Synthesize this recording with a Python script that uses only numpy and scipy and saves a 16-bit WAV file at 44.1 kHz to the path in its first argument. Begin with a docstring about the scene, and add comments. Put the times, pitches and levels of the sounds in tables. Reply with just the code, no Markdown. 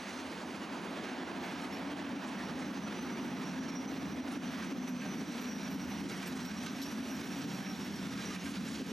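"""A long freight train rolls through a station yard about twelve metres away, braking lightly.
First the wagons rumble, the rails roar, the wheels ring and the brake blocks hiss and scrape.
After a second or so, rubbing blocks make wheels squeak and sing two high notes that sink as they pass.
From halfway on, wheels and couplings clank, steel on steel. Towards the end the rails grow quieter,
while the hiss of the brakes and the squeal of distant wheels grow louder."""
import sys
import numpy as np
from scipy import signal
from scipy.fft import rfft, irfft
from scipy.io import wavfile
from scipy.ndimage import uniform_filter1d

SR = 44100
rng = np.random.default_rng(int(sys.argv[2]) if len(sys.argv) > 2 else 0)


def transcribe(signal):
    """Save signal, clipped to [-1, 1], as a 16-bit WAV file at the path in sys.argv[1]."""
    frames = np.atleast_2d(signal).T
    limited = np.clip(frames, -1, 1)
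    pcm = np.round(limited * 32767).astype(np.int16)
    wavfile.write(sys.argv[1], SR, pcm)


N = 393372
TIME = np.arange(N) / SR
SPEED_M_S, DISTANCE_M, SOUND_SPEED_M_S = 18, 12., 343

# Levels in the tables are relative: the functions turn them up or down.
# drone of the wagon bodies: (time [s], level [dB])
RUMBLE_LEVEL = [(0, -48), (1.2, -44.5), (2.3, -42.5), (4, -42), (5.1, -41), (5.9, -43.5), (8.92, -42)]
# tone of that drone, from low to high: (frequency [Hz], level [dB])
RUMBLE_COLOUR = [(70, -57), (105, -36), (122, -32), (135, -7.5), (150, -13.5), (182, 1), (232, -1),
                 (258, 2), (285, -2), (308, -13), (355, -12.5), (410, -17.5), (520, -21.5), (1200, -75)]
# weight of the wagons, which deepens the rumble: (time [s], gain of the deep part [dB])
WAGON_LOAD = [(0, -6.5), (1.1, -3), (2.1, -7.5), (2.8, 0.5), (4.1, -0.5), (4.8, -6.5), (5.6, 0), (6.5, 0.5),
              (7.7, -2.5), (8.92, -2)]
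# a wagon body booms as it rocks: (time [s], swell [dB])
BOOMS = [(2.149, 8.5), (2.51, 2), (4.37, 4.5), (4.685, 4.5), (4.77, 5.5), (4.94, 3.5), (5.21, 5), (5.76, 5),
         (6.05, 6), (6.99, 4.5), (7.47, 5), (8.068, 4), (8.61, 7), (8.82, 4.5)]
# thudding of the track on its bed of stones: (time [s], level [dB])
THUD_LEVEL = [(0, -69.5), (1.1, -64), (2.6, -64.5), (4.6, -63), (5.4, -64), (6.1, -59.5), (7.2, -60),
              (8, -62), (8.92, -57)]
# tone of that thudding: (frequency [Hz], level [dB])
THUD_COLOUR = [(15, -32), (30, -27), (45, -20), (62, -4), (74, -0.5), (85, 9), (97, 0.5), (115, 1),
               (170, -13), (600, -70)]
# roar of the rails: (time [s], level [dB])
RAIL_LEVEL = [(0, -52), (1.2, -47), (1.8, -48), (3.8, -51), (6.6, -53), (8.92, -55.5)]
# tone of that roar: (frequency [Hz], level [dB])
RAIL_COLOUR = [(150, -47), (270, 4.5), (345, 5.5), (420, -1.5), (520, -0.5), (680, 0.5), (950, -1),
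               (1400, -10.5), (3000, -16.5), (8000, -60)]
# tone of the ringing wheels: (frequency [Hz], level [dB])
WHEEL_COLOUR = [(300, -18), (800, -7.5), (1200, 1.5), (1600, 2.5), (2300, -1), (3100, -5.5), (4200, -9),
                (5200, -12.5), (6500, -24.5), (9000, -32), (15000, -46)]
# hiss of the brake blocks along the whole train: (time [s], level [dB])
BRAKE_LEVEL = [(0, -63), (1, -69.5), (4, -67.5), (5.2, -66), (6.2, -64), (7.6, -62.5), (8.92, -62)]
# tone of that hiss: (frequency [Hz], level [dB])
BRAKE_COLOUR = [(1000, -16), (2500, 9.5), (4000, 10), (5300, 6), (6200, 9), (6700, 3.5), (7200, 4),
                (7900, -1.5), (9400, -3), (11100, -6), (12200, -9.5), (13000, -6.5), (14200, -18),
                (15200, -21)]
# bogies, the wheeled frames under a wagon: (passing time [s], wheel ring [dB], brake hiss [dB])
BOGIES = [(0.03, -52.5, -74), (.6, -61, -84), (1.06, -49.5, -67), (1.58, -49.5, -65.5), (2.0, -53.5, -73),
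          (2.42, -51, -67.5), (2.96, -49.5, -67), (3.55, -55.5, -68.5), (4.57, -50, -71), (5.39, -53, -65),
          (6.24, -51.5, -64), (6.66, -55, -68), (7.36, -64, -71), (8.26, -52, -62.5), (8.7, -61, -63)]
# singing wheels: (passing time [s], pitch at rest [Hz], low note [dB], high note [dB], fade time [s])
SINGING_WHEELS = [(1.621, 5600, -68, -79, 0.3), (2.351, 5700, -65, -84, .4), (3.07, 5690, -65, -78, .7),
                  (3.281, 5940, -62, -77, 0.75), (4.201, 5770, -63, -78, 0.71),
                  (5.13, 5880, -64, -72, 0.79), (5.36, 5910, -60, -75, .9), (5.6, 5730, -62, -80, 0.57),
                  (6.399, 5700, -61, -72, .6), (7.28, 5660, -61, -72, .6), (7.35, 5745, -62, -69, 0.95),
                  (7.7, 5650, -62, -73, 0.55), (8.199, 5600, -62, -75, 0.5)]
# squeaks when a brake block grabs: (time [s], pitch [Hz], level [dB], rough length [s])
SQUEAKS = [(1.43, 11830, -71, 0.076), (1.638, 5575, -63, .07), (1.743, 5550, -59.5, 0.07),
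           (1.73, 5410, -63, .06), (1.74, 11580, -70, 0.074), (2.445, 5550, -59.5, 0.066),
           (2.73, 11600, -71, .03), (2.74, 5845, -62, .06), (2.85, 5880, -59, 0.076),
           (2.995, 6065, -56.5, 0.14), (3.044, 12680, -72, 0.12), (3.144, 5900, -61.5, 0.12),
           (3.463, 5580, -58, 0.1), (3.604, 5730, -59, 0.15), (3.71, 5475, -59.5, 0.13),
           (3.764, 5700, -51.5, 0.075), (3.89, 6010, -61, 0.075), (3.92, 12200, -73, 0.13),
           (4, 12570, -70, .05), (4.464, 5800, -59, 0.08), (4.534, 12800, -74, .13),
           (4.647, 5970, -55, 0.061), (4.885, 5920, -57, 0.052), (4.887, 12400, -62.5, 0.046),
           (5.086, 6080, -60, 0.054), (5.418, 12200, -59, 0.028), (5.503, 5670, -55, 0.11),
           (5.64, 5760, -60, 0.088), (5.722, 11910, -62, 0.085), (5.8, 5740, -61, .08),
           (5.915, 5900, -55.5, 0.075), (5.903, 11950, -65, .03), (6.118, 12300, -65, 0.025),
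           (6.275, 11900, -55, 0.031), (6.46, 11950, -57.5, 0.034), (6.466, 5600, -53, .06),
           (6.606, 5970, -56, 0.1), (6.66, 6150, -58, 0.046), (6.826, 11600, -53.5, 0.04),
           (6.83, 5570, -46, .035), (6.92, 11660, -65, .04), (7.093, 5870, -63, 0.11),
           (7.112, 12320, -64, .05), (7.248, 12040, -66, .08), (7.666, 5590, -58, 0.12),
           (7.69, 5490, -59, .08), (7.83, 5680, -60, .08), (7.85, 11900, -67, .05),
           (7.97, 5520, -60.5, 0.16), (8.252, 5770, -52.5, 0.077), (8.654, 11620, -64, .025)]
# knocks of wheels and couplings: (time [s], level [dB], centre of the ringing [Hz])
CLANKS = [(4.624, -42, 1400), (4.705, -49, 2300), (4.875, -44, 1980), (5.011, -42, 2300),
          (5.315, -49, 3000), (5.63, -41.5, 1500), (6.096, -39, 2600), (6.226, -43, 1400),
          (6.262, -42, 2500), (6.45, -38.5, 3200), (6.505, -58, 1400), (6.662, -38, 1500),
          (7.21, -44, 2300), (7.27, -49, 2600), (7.415, -44.5, 2500), (8.175, -40, 1400),
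          (8.305, -48, 1300), (8.345, -43, 2500), (8.456, -41.5, 1500), (8.743, -42, 2300)]
# natural notes of the steel under the wagons: (pitch [Hz], level [dB], base time to fade by 60 dB [s])
STEEL_NOTES = [(1269, 9, 0.16), (1580, 6, 0.21), (2302, 9, 0.12), (2610, 1.5, 0.19), (4000, -5, .12),
               (7000, -5, 0.088), (8270, -1, 0.09), (9100, -8, 0.08), (10600, -19, .08), (11300, -2, .12)]
# scrapes of brakes and other steel parts: (time [s], level [dB], centre [Hz], rough length [s])
SCRAPES = [(.843, -65, 9000, .018), (1.61, -58, 5500, 0.029), (2.261, -61, 6560, .05),
           (2.587, -61, 5980, .03), (4.28, -62, 10000, .028), (4.317, -58, 10000, 0.028),
           (4.64, -59.5, 6500, .025), (4.877, -61, 9500, 0.012), (5, -52, 2200, 0.077),
           (5.31, -58, 3400, .022), (6.086, -52, 5030, 0.029), (6.088, -61, 8300, .025),
           (6.163, -58, 10000, 0.022), (6.21, -64, 9000, .035), (6.26, -54, 9000, .028),
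           (6.268, -53, 5500, 0.022), (6.352, -59, 7500, .03), (6.625, -59, 8500, 0.027),
           (6.663, -46, 3600, 0.041), (6.815, -44, 4280, 0.034), (6.815, -58, 9000, 0.027),
           (7.646, -52, 1990, 0.07), (7.955, -63, 8000, .03), (8.347, -50, 2310, 0.043),
           (8.348, -58, 9500, .018), (8.437, -60, 10000, 0.079), (8.497, -59, 10000, .025),
           (8.553, -51, 3200, 0.034), (8.68, -55, 7000, 0.025), (8.747, -45, 3700, 0.021)]
# humming panels and wheels: (time [s], pitch [Hz], level [dB], half length [s], glide [Hz/s])
HUMS = [(1.417, 264, -47, 0.63, -33.5), (2.031, 283, -45.5, 0.48, -19.5), (3.1, 255, -48, .5, -3.5),
        (3.597, 259, -44.5, .45, 9.5), (4.05, 247, -42, 0.6, -8), (4.453, 345, -51, 0.44, 40.5),
        (4.65, 258, -41.5, 0.52, -4.5), (4.922, 248, -38.5, .2, 0.5), (5.05, 210, -46, .35, 16),
        (5.27, 286, -45.5, 0.34, -12.5), (5.97, 207, -42.5, .3, 75.5), (6.302, 255, -43.5, 0.23, 49.5),
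        (6.849, 216, -51, .3, 69), (7.2, 793, -64, .4, -36), (7.52, 140, -53.5, 0.38, -47),
        (7.63, 772, -55.5, 0.46, -8), (8, 126.2, -59, .6, -4.5), (8.15, 267, -51, 0.38, 37.5),
        (8.449, 284, -49, .4, -23)]
# squeal of wheels farther down the train: (time [s], level [dB])
FAR_SQUEAL_LEVEL = [(0, -78), (2.2, -70), (3, -70), (4.4, -67), (5.5, -62), (7.5, -65), (8.3, -65),
                    (8.92, -60)]
# tone of that squeal: (frequency [Hz], level [dB])
FAR_SQUEAL_COLOUR = [(4500, -37), (5350, -2), (5600, 6), (6100, -5), (6450, -22), (8000, -45), (10800, -36),
                     (11450, -12), (11800, -5), (12250, -17), (12900, -26), (14000, -50)]
# how alike left and right sound: (frequency [Hz], likeness [0 to 1])
STEREO_LIKENESS = [(40, 0.54), (90, 0.92), (140, 0.93), (230, 0.98), (350, 0.97), (500, 0.92), (770, 0.76),
                   (1200, 0.77), (1900, 0.96), (4200, 0.94), (6050, 0.94), (6700, 1), (10800, 0.98),
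                   (11900, 0.93), (13200, 1)]
# which side is louder: (frequency [Hz], left minus right [dB])
STEREO_BALANCE = [(60, -7), (92, -2), (140, -3.5), (210, 0.5), (330, 0), (500, 1), (770, -2.5), (1170, -4),
                  (1790, -4.0), (2740, -3.5), (4190, -3.0), (6410, 0), (9810, -1), (15000, -1.5)]
# how far the left wave runs ahead of the right: (frequency [Hz], phase [radians])
STEREO_LEAD = [(0, 0), (260, 0.055), (780, -0.079), (1640, 0.32), (4820, 0.42), (6720, 0.016),
               (15200, 0.13)]


def wagon_rumble(gain_db=2.22, deep_hz=225, evenness=0.97):
    """Wagon bodies drone and boom over the thudding track; heavy wagons bring out the deep part."""
    drone = noise(RUMBLE_COLOUR, band_hz=(130, 330), flicker_db=2.5, size=4096)
    # keeps the drone's loudness steady
    drone /= uniform_filter1d(drone ** 2, size=4400, axis=1) ** (evenness / 2)
    deep = signal.sosfiltfilt(signal.butter(3, deep_hz, fs=SR, output="sos"), drone)
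    loaded = drone + (amp(follow(WAGON_LOAD)) - 1) * deep
    boom_db = sum(db * np.exp(-((TIME - when) / 0.031) ** 2) for when, db in BOOMS)
    bodies = loaded * amp(follow(RUMBLE_LEVEL) + boom_db + gain_db)
    thud_db = follow(THUD_LEVEL) + drift(rate_hz=10)
    return bodies + noise(THUD_COLOUR, band_hz=(55, 110), flicker_db=-1.0, size=8192) * amp(thud_db)


def rolling(ring_db, brake_db):
    """Rough wheel rims shake rail, wheel and brake block together; the blocks add a fine grit."""
    shake = drift(rate_hz=17)
    rail = noise(RAIL_COLOUR, band_hz=(450, 1100), flicker_db=0.64, size=2048)
    wheel = noise(WHEEL_COLOUR, band_hz=(1300, 3500), flicker_db=1.0, size=1024)
    brake = noise(BRAKE_COLOUR, band_hz=(6600, 11000), flicker_db=2.0, size=1024)
    grit_db = 0.5 * drift(rate_hz=620)
    return (rail * amp(follow(RAIL_LEVEL) + 0.8 * shake)
            + wheel * amp(ring_db - 1 + shake)
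            + brake * amp(brake_db - 1.5 + grit_db + 1.1 * shake))


def singing_wheels(high_ratio=2.098):
    """Each braked wheel swells as it nears and sinks in pitch as it passes; its high note comes in fits."""
    out = np.zeros((2, N))
    grip = drift(rate_hz=34)  # the block grips and lets go
    for when, hz, low_db, high_db, fade_s in SINGING_WHEELS:
        near = abs(TIME - when) < 2
        t = TIME[near] - when
        along_m = SPEED_M_S * t
        away_m = np.hypot(along_m, DISTANCE_M)
        pitch = hz / (1 + SPEED_M_S / SOUND_SPEED_M_S * along_m / away_m)  # Doppler shift
        gain = DISTANCE_M / away_m / (1 + (t / fade_s) ** 4)
        low_grip, high_grip = (np.minimum(np.roll(grip, shift)[near], 2)
                               for shift in rng.integers(N, size=2))
        low = squeal(pitch, width_hz=65, tremble=0.00298)
        high = squeal(pitch * high_ratio, width_hz=150, tremble=0.00195)
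        out[:, near] += gain * amp(low_db - 2.5 + 2 * low_grip) * low
        out[:, near] += gain * amp(high_db - 4 + 3.5 * high_grip) * high
    return out


def brake_squeaks(rise=0.22, fall=0.48, sink_per_s=0.062, gain_db=8.5):
    """A grabbing block makes one note of a wheel flare up roughly and ring out."""
    out = np.zeros((2, N))
    for when, hz, db, length in SQUEAKS:
        t = np.arange(0, 3 * length, 1 / SR)
        swell = (1 - np.exp(-(t / (rise * length)) ** 2)) * np.exp(-t / (fall * length))
        pitch = hz * (1 - sink_per_s * (t - length / 2))  # sinks as the wheel goes by
        tone = unit(swell * squeal(pitch, width_hz=hz / 105, tremble=0.004))
        add(out, when - length / 3, amp(db + gain_db) * tone * rms(swell))
    return out


def clanks(rise_s=0.00096, octaves=0.91, detune=0.04, linger=0.79, crack_db=-5.5, crack_s=0.0091):
    """Steel knocks on steel: a short crack, then a ring that favours a few of its natural notes."""
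    out, t = np.zeros((2, N)), np.arange(SR // 3) / SR
    bright = signal.butter(2, (1100, 5500), "band", fs=SR)
    attack = np.minimum(t / rise_s, 1)
    tunings = rng.uniform(-0.95, 1, (len(CLANKS), len(STEEL_NOTES)))
    for (when, db, centre_hz), offsets in zip(CLANKS, tunings):
        ring, power = 0, 0
        for (hz, note_db, fade_s), offset in zip(STEEL_NOTES, offsets):
            share = amp(note_db) * np.exp(-.5 * (np.log2(hz / centre_hz) / octaves) ** 2)
            decay = amp(-60 * t / (linger * fade_s))
            pitch = np.full(len(t), hz * (1 + detune * offset))
            ring += share * decay * fuzzy_tone(pitch, width_hz=35)
            power += share ** 2
        crack = unit(signal.lfilter(*bright, rng.standard_normal((2, len(t))))) * np.exp(-t / crack_s)
        add(out, when, amp(db + 0.5) * attack * (ring / np.sqrt(power) + amp(crack_db) * crack))
    return out


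def scrapes(rise_s=0.003, octaves=0.54, ring_width=0.012, grit_db=0.5, drag_db=-9, dull_hz=12500):
    """Steel slips with a short gritty hiss that rings the parts around it, then drags on more softly."""
    out, t = np.zeros((2, N)), np.arange(SR // 2) / SR
    hz = np.fft.rfftfreq(len(t), 1 / SR)
    steel = 1 + 0.67 * sum(1 / (1 + ((hz / note_hz - 1) / ring_width) ** 2)
                           for note_hz, _, _ in STEEL_NOTES)
    for when, db, centre_hz, length in SCRAPES:
        band = np.exp(-.5 * (np.log2((hz + 1) / centre_hz) / octaves) ** 2) / (1 + (hz / dull_hz) ** 8)
        grains = rng.standard_normal((2, len(t))) * amp(grit_db * waver(len(t), rate_hz=430))
        hiss = unit(irfft(rfft(grains) * band * steel, len(t)))
        slip = np.exp(-(t / length) ** 2)
        drag = amp(drag_db) * np.exp(-t / (1.6 * length))
        add(out, when, amp(db) * hiss * np.minimum(t / rise_s, 1) * np.maximum(slip, drag))
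    return out


def panel_hums():
    """Panels and wheels swell into a single fuzzy, gliding note and fade again."""
    out = np.zeros((2, N))
    for when, hz, db, half_s, glide in HUMS:
        swell = np.hanning(round(2 * half_s * SR)) ** 2
        pitch = hz + glide * np.linspace(-half_s, half_s, len(swell))
        tone = unit(swell * squeal(pitch, width_hz=hz / 110, tremble=0.004, tremble_hz=8.2))
        add(out, when - half_s, amp(db) * tone * rms(swell))
    return out


def clinks(rolling_db, per_s=34, spread_db=4.0, gain_db=-8.0, detune=0.0397, tick_s=0.008):
    """Loose brake rods clink at random, harder where the wheels roll louder."""
    out, t = np.zeros((2, N)), np.arange(SR // 6) / SR
    hz, db, fade_s = np.transpose(STEEL_NOTES)[:, :, None]
    decay = amp(db - 60 * t / fade_s)
    dull = signal.butter(2, 4500, fs=SR)  # the wagon frames shield the sharp edge of each tick
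    for place, chance, tuning, *phases in rng.random((round(per_s * N / SR), 3 + len(STEEL_NOTES))):
        turns = hz * (1 + detune * (tuning - .5)) * t + np.array(phases)[:, None]
        ring = (decay * np.exp(2j * np.pi * turns)).sum(0)
        tick = 0.9 * signal.lfilter(*dull, rng.standard_normal((2, len(t))) * np.exp(-t / tick_s))
        strength = amp(spread_db * min(-np.log(chance), 3))
        add(out, place * N / SR, strength * (np.array([ring.real, ring.imag]) + tick))
    return unit(out) * amp(gain_db + rolling_db)


def far_squeal():
    """Many distant wheels squeal at once, smeared into two flickering bands."""
    blur = noise(FAR_SQUEAL_COLOUR, band_hz=(0, SR / 2), flicker_db=3.0, size=1024)
    return blur * amp(follow(FAR_SQUEAL_LEVEL))


def passing_bogies(train_db, column, reach_m=3.37):
    """Level in dB of the whole train plus each bogie, which swells and fades as it goes by."""
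    power = amp(train_db) ** 2
    for bogie in BOGIES:
        along = SPEED_M_S * (TIME - bogie[0]) / reach_m
        power = power + amp(bogie[column]) ** 2 / (1 + along ** 2) ** 2
    return 10 * np.log10(power)


def squeal(hz, width_hz, tremble, tremble_hz=35):
    """A note whose pitch trembles as the rubbing parts stick and slip."""
    return fuzzy_tone(hz * (1 + tremble * waver(len(hz), tremble_hz)), width_hz)


def fuzzy_tone(hz, width_hz):
    """Ringing steel: a tone that follows the pitch curve hz; more width makes it fuzzier."""
    keep = np.exp(-np.pi * width_hz / SR)
    real, imag = rng.standard_normal((2, 2, len(hz)))
    swell = signal.lfilter([1], [1, -2 * keep, keep * keep], real + 1j * imag)
    return unit((swell * np.exp(2j * np.pi * np.cumsum(hz) / SR)).real)


def noise(colour, band_hz, flicker_db, size):
    """Two unrelated noises of one colour, flickering in patches, of strength 1 within the band."""
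    hz = np.fft.rfftfreq(size, 1 / SR)
    shape = (4 * N // size + 5, len(hz))  # time slices by frequencies
    real, imag = rng.standard_normal((2, 2) + shape)
    patches = uniform_filter1d(rng.standard_normal(shape), size=12, axis=0)
    patches = unit(uniform_filter1d(patches, size=7, axis=1))
    slices = (real + 1j * imag) * amp(read(colour, hz) + flicker_db * patches)
    sound = signal.istft(slices.transpose(0, 2, 1), nperseg=size, noverlap=size - size // 4)[1][:, :N]
    power = (abs(slices) ** 2).mean((0, 1))
    in_band = (hz > band_hz[0]) & (hz < band_hz[1])
    return unit(sound) * np.sqrt(power.sum() / power[in_band].sum())


def waver(count, rate_hz):
    """Quick unevenness of a slipping contact, of strength 1."""
    keep = np.exp(-2 * np.pi * rate_hz / SR)
    return unit(signal.lfilter([1], [1, -2 * keep, keep * keep], rng.standard_normal(count)))


def drift(rate_hz):
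    """A random wander of strength 1, up to about the given rate."""
    hz = np.fft.rfftfreq(N, 1 / SR)
    return unit(irfft(rfft(rng.standard_normal(N)) / (1 + (hz / rate_hz) ** 4), N))


def amp(db):
    """Turns decibels into a gain."""
    return 10 ** (np.asarray(db) / 20)


def rms(x):
    """Average strength of a signal (root mean square)."""
    return np.sqrt(np.mean(abs(x) ** 2) + 1e-20)


def unit(x):
    """Scales a signal to strength 1."""
    return x / rms(x)


def read(table, hz):
    """Reads a frequency table between its rows, with octaves evenly spaced."""
    row_hz, values = np.transpose(table)
    return np.interp(np.log(hz + 1), np.log(row_hz + 1), values)


def follow(table):
    """Reads a time table at every sample."""
    return np.interp(TIME, *np.transpose(table))


def add(mix, start_s, sound):
    """Mixes a sound in at the given time."""
    part = mix[:, max(round(start_s * SR), 0):][:, :sound.shape[1]]
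    part += sound[:, :part.shape[1]]


def stereo(pair):
    """Blends two unrelated versions of the sound into a close left-right pair."""
    hz = np.fft.rfftfreq(N, 1 / SR)
    shared, apart = rfft(pair)
    alike = np.clip(read(STEREO_LIKENESS, hz), 0, 1)
    shared, apart = shared * np.sqrt((1 + alike) / 2), apart * np.sqrt((1 - alike) / 2)
    tilt = amp(read(STEREO_BALANCE, hz) / 2) * np.exp(.5j * read(STEREO_LEAD, hz))
    return irfft(np.array([(shared + apart) * tilt, (shared - apart) / tilt]), N)


def limiter(sound, ceiling_db=-31.0, recovery_db_per_s=122.0):
    """Turns the volume down at once on each peak and lets it back up quickly."""
    over_db = np.maximum(20 * np.log10(abs(sound).max(0) + 1e-9) - ceiling_db, 0)
    recovery_db = TIME * recovery_db_per_s
    cut_db = np.maximum.accumulate(over_db + recovery_db) - recovery_db
    return sound / amp(uniform_filter1d(cut_db, size=60))


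def scene():
    """The whole train, heard in stereo."""
    ring_db = passing_bogies(train_db=-52.5, column=1)
    brake_db = passing_bogies(train_db=follow(BRAKE_LEVEL), column=2)
    steel = rolling(ring_db, brake_db) + clinks((ring_db + brake_db) / 2) + scrapes() + clanks()
    wagons = wagon_rumble() + panel_hums()
    return stereo(wagons + steel + singing_wheels() + far_squeal() + brake_squeaks())


def record(dry):
    """Holds down the peaks and cuts the highest treble."""
    limited = limiter(dry * amp(0.8))
    treble_cut = signal.firwin(511, 15400, window=("kaiser", 9), fs=SR)
    return signal.oaconvolve(limited, treble_cut[None], "same")


dry = scene()
out = record(dry)
transcribe(out)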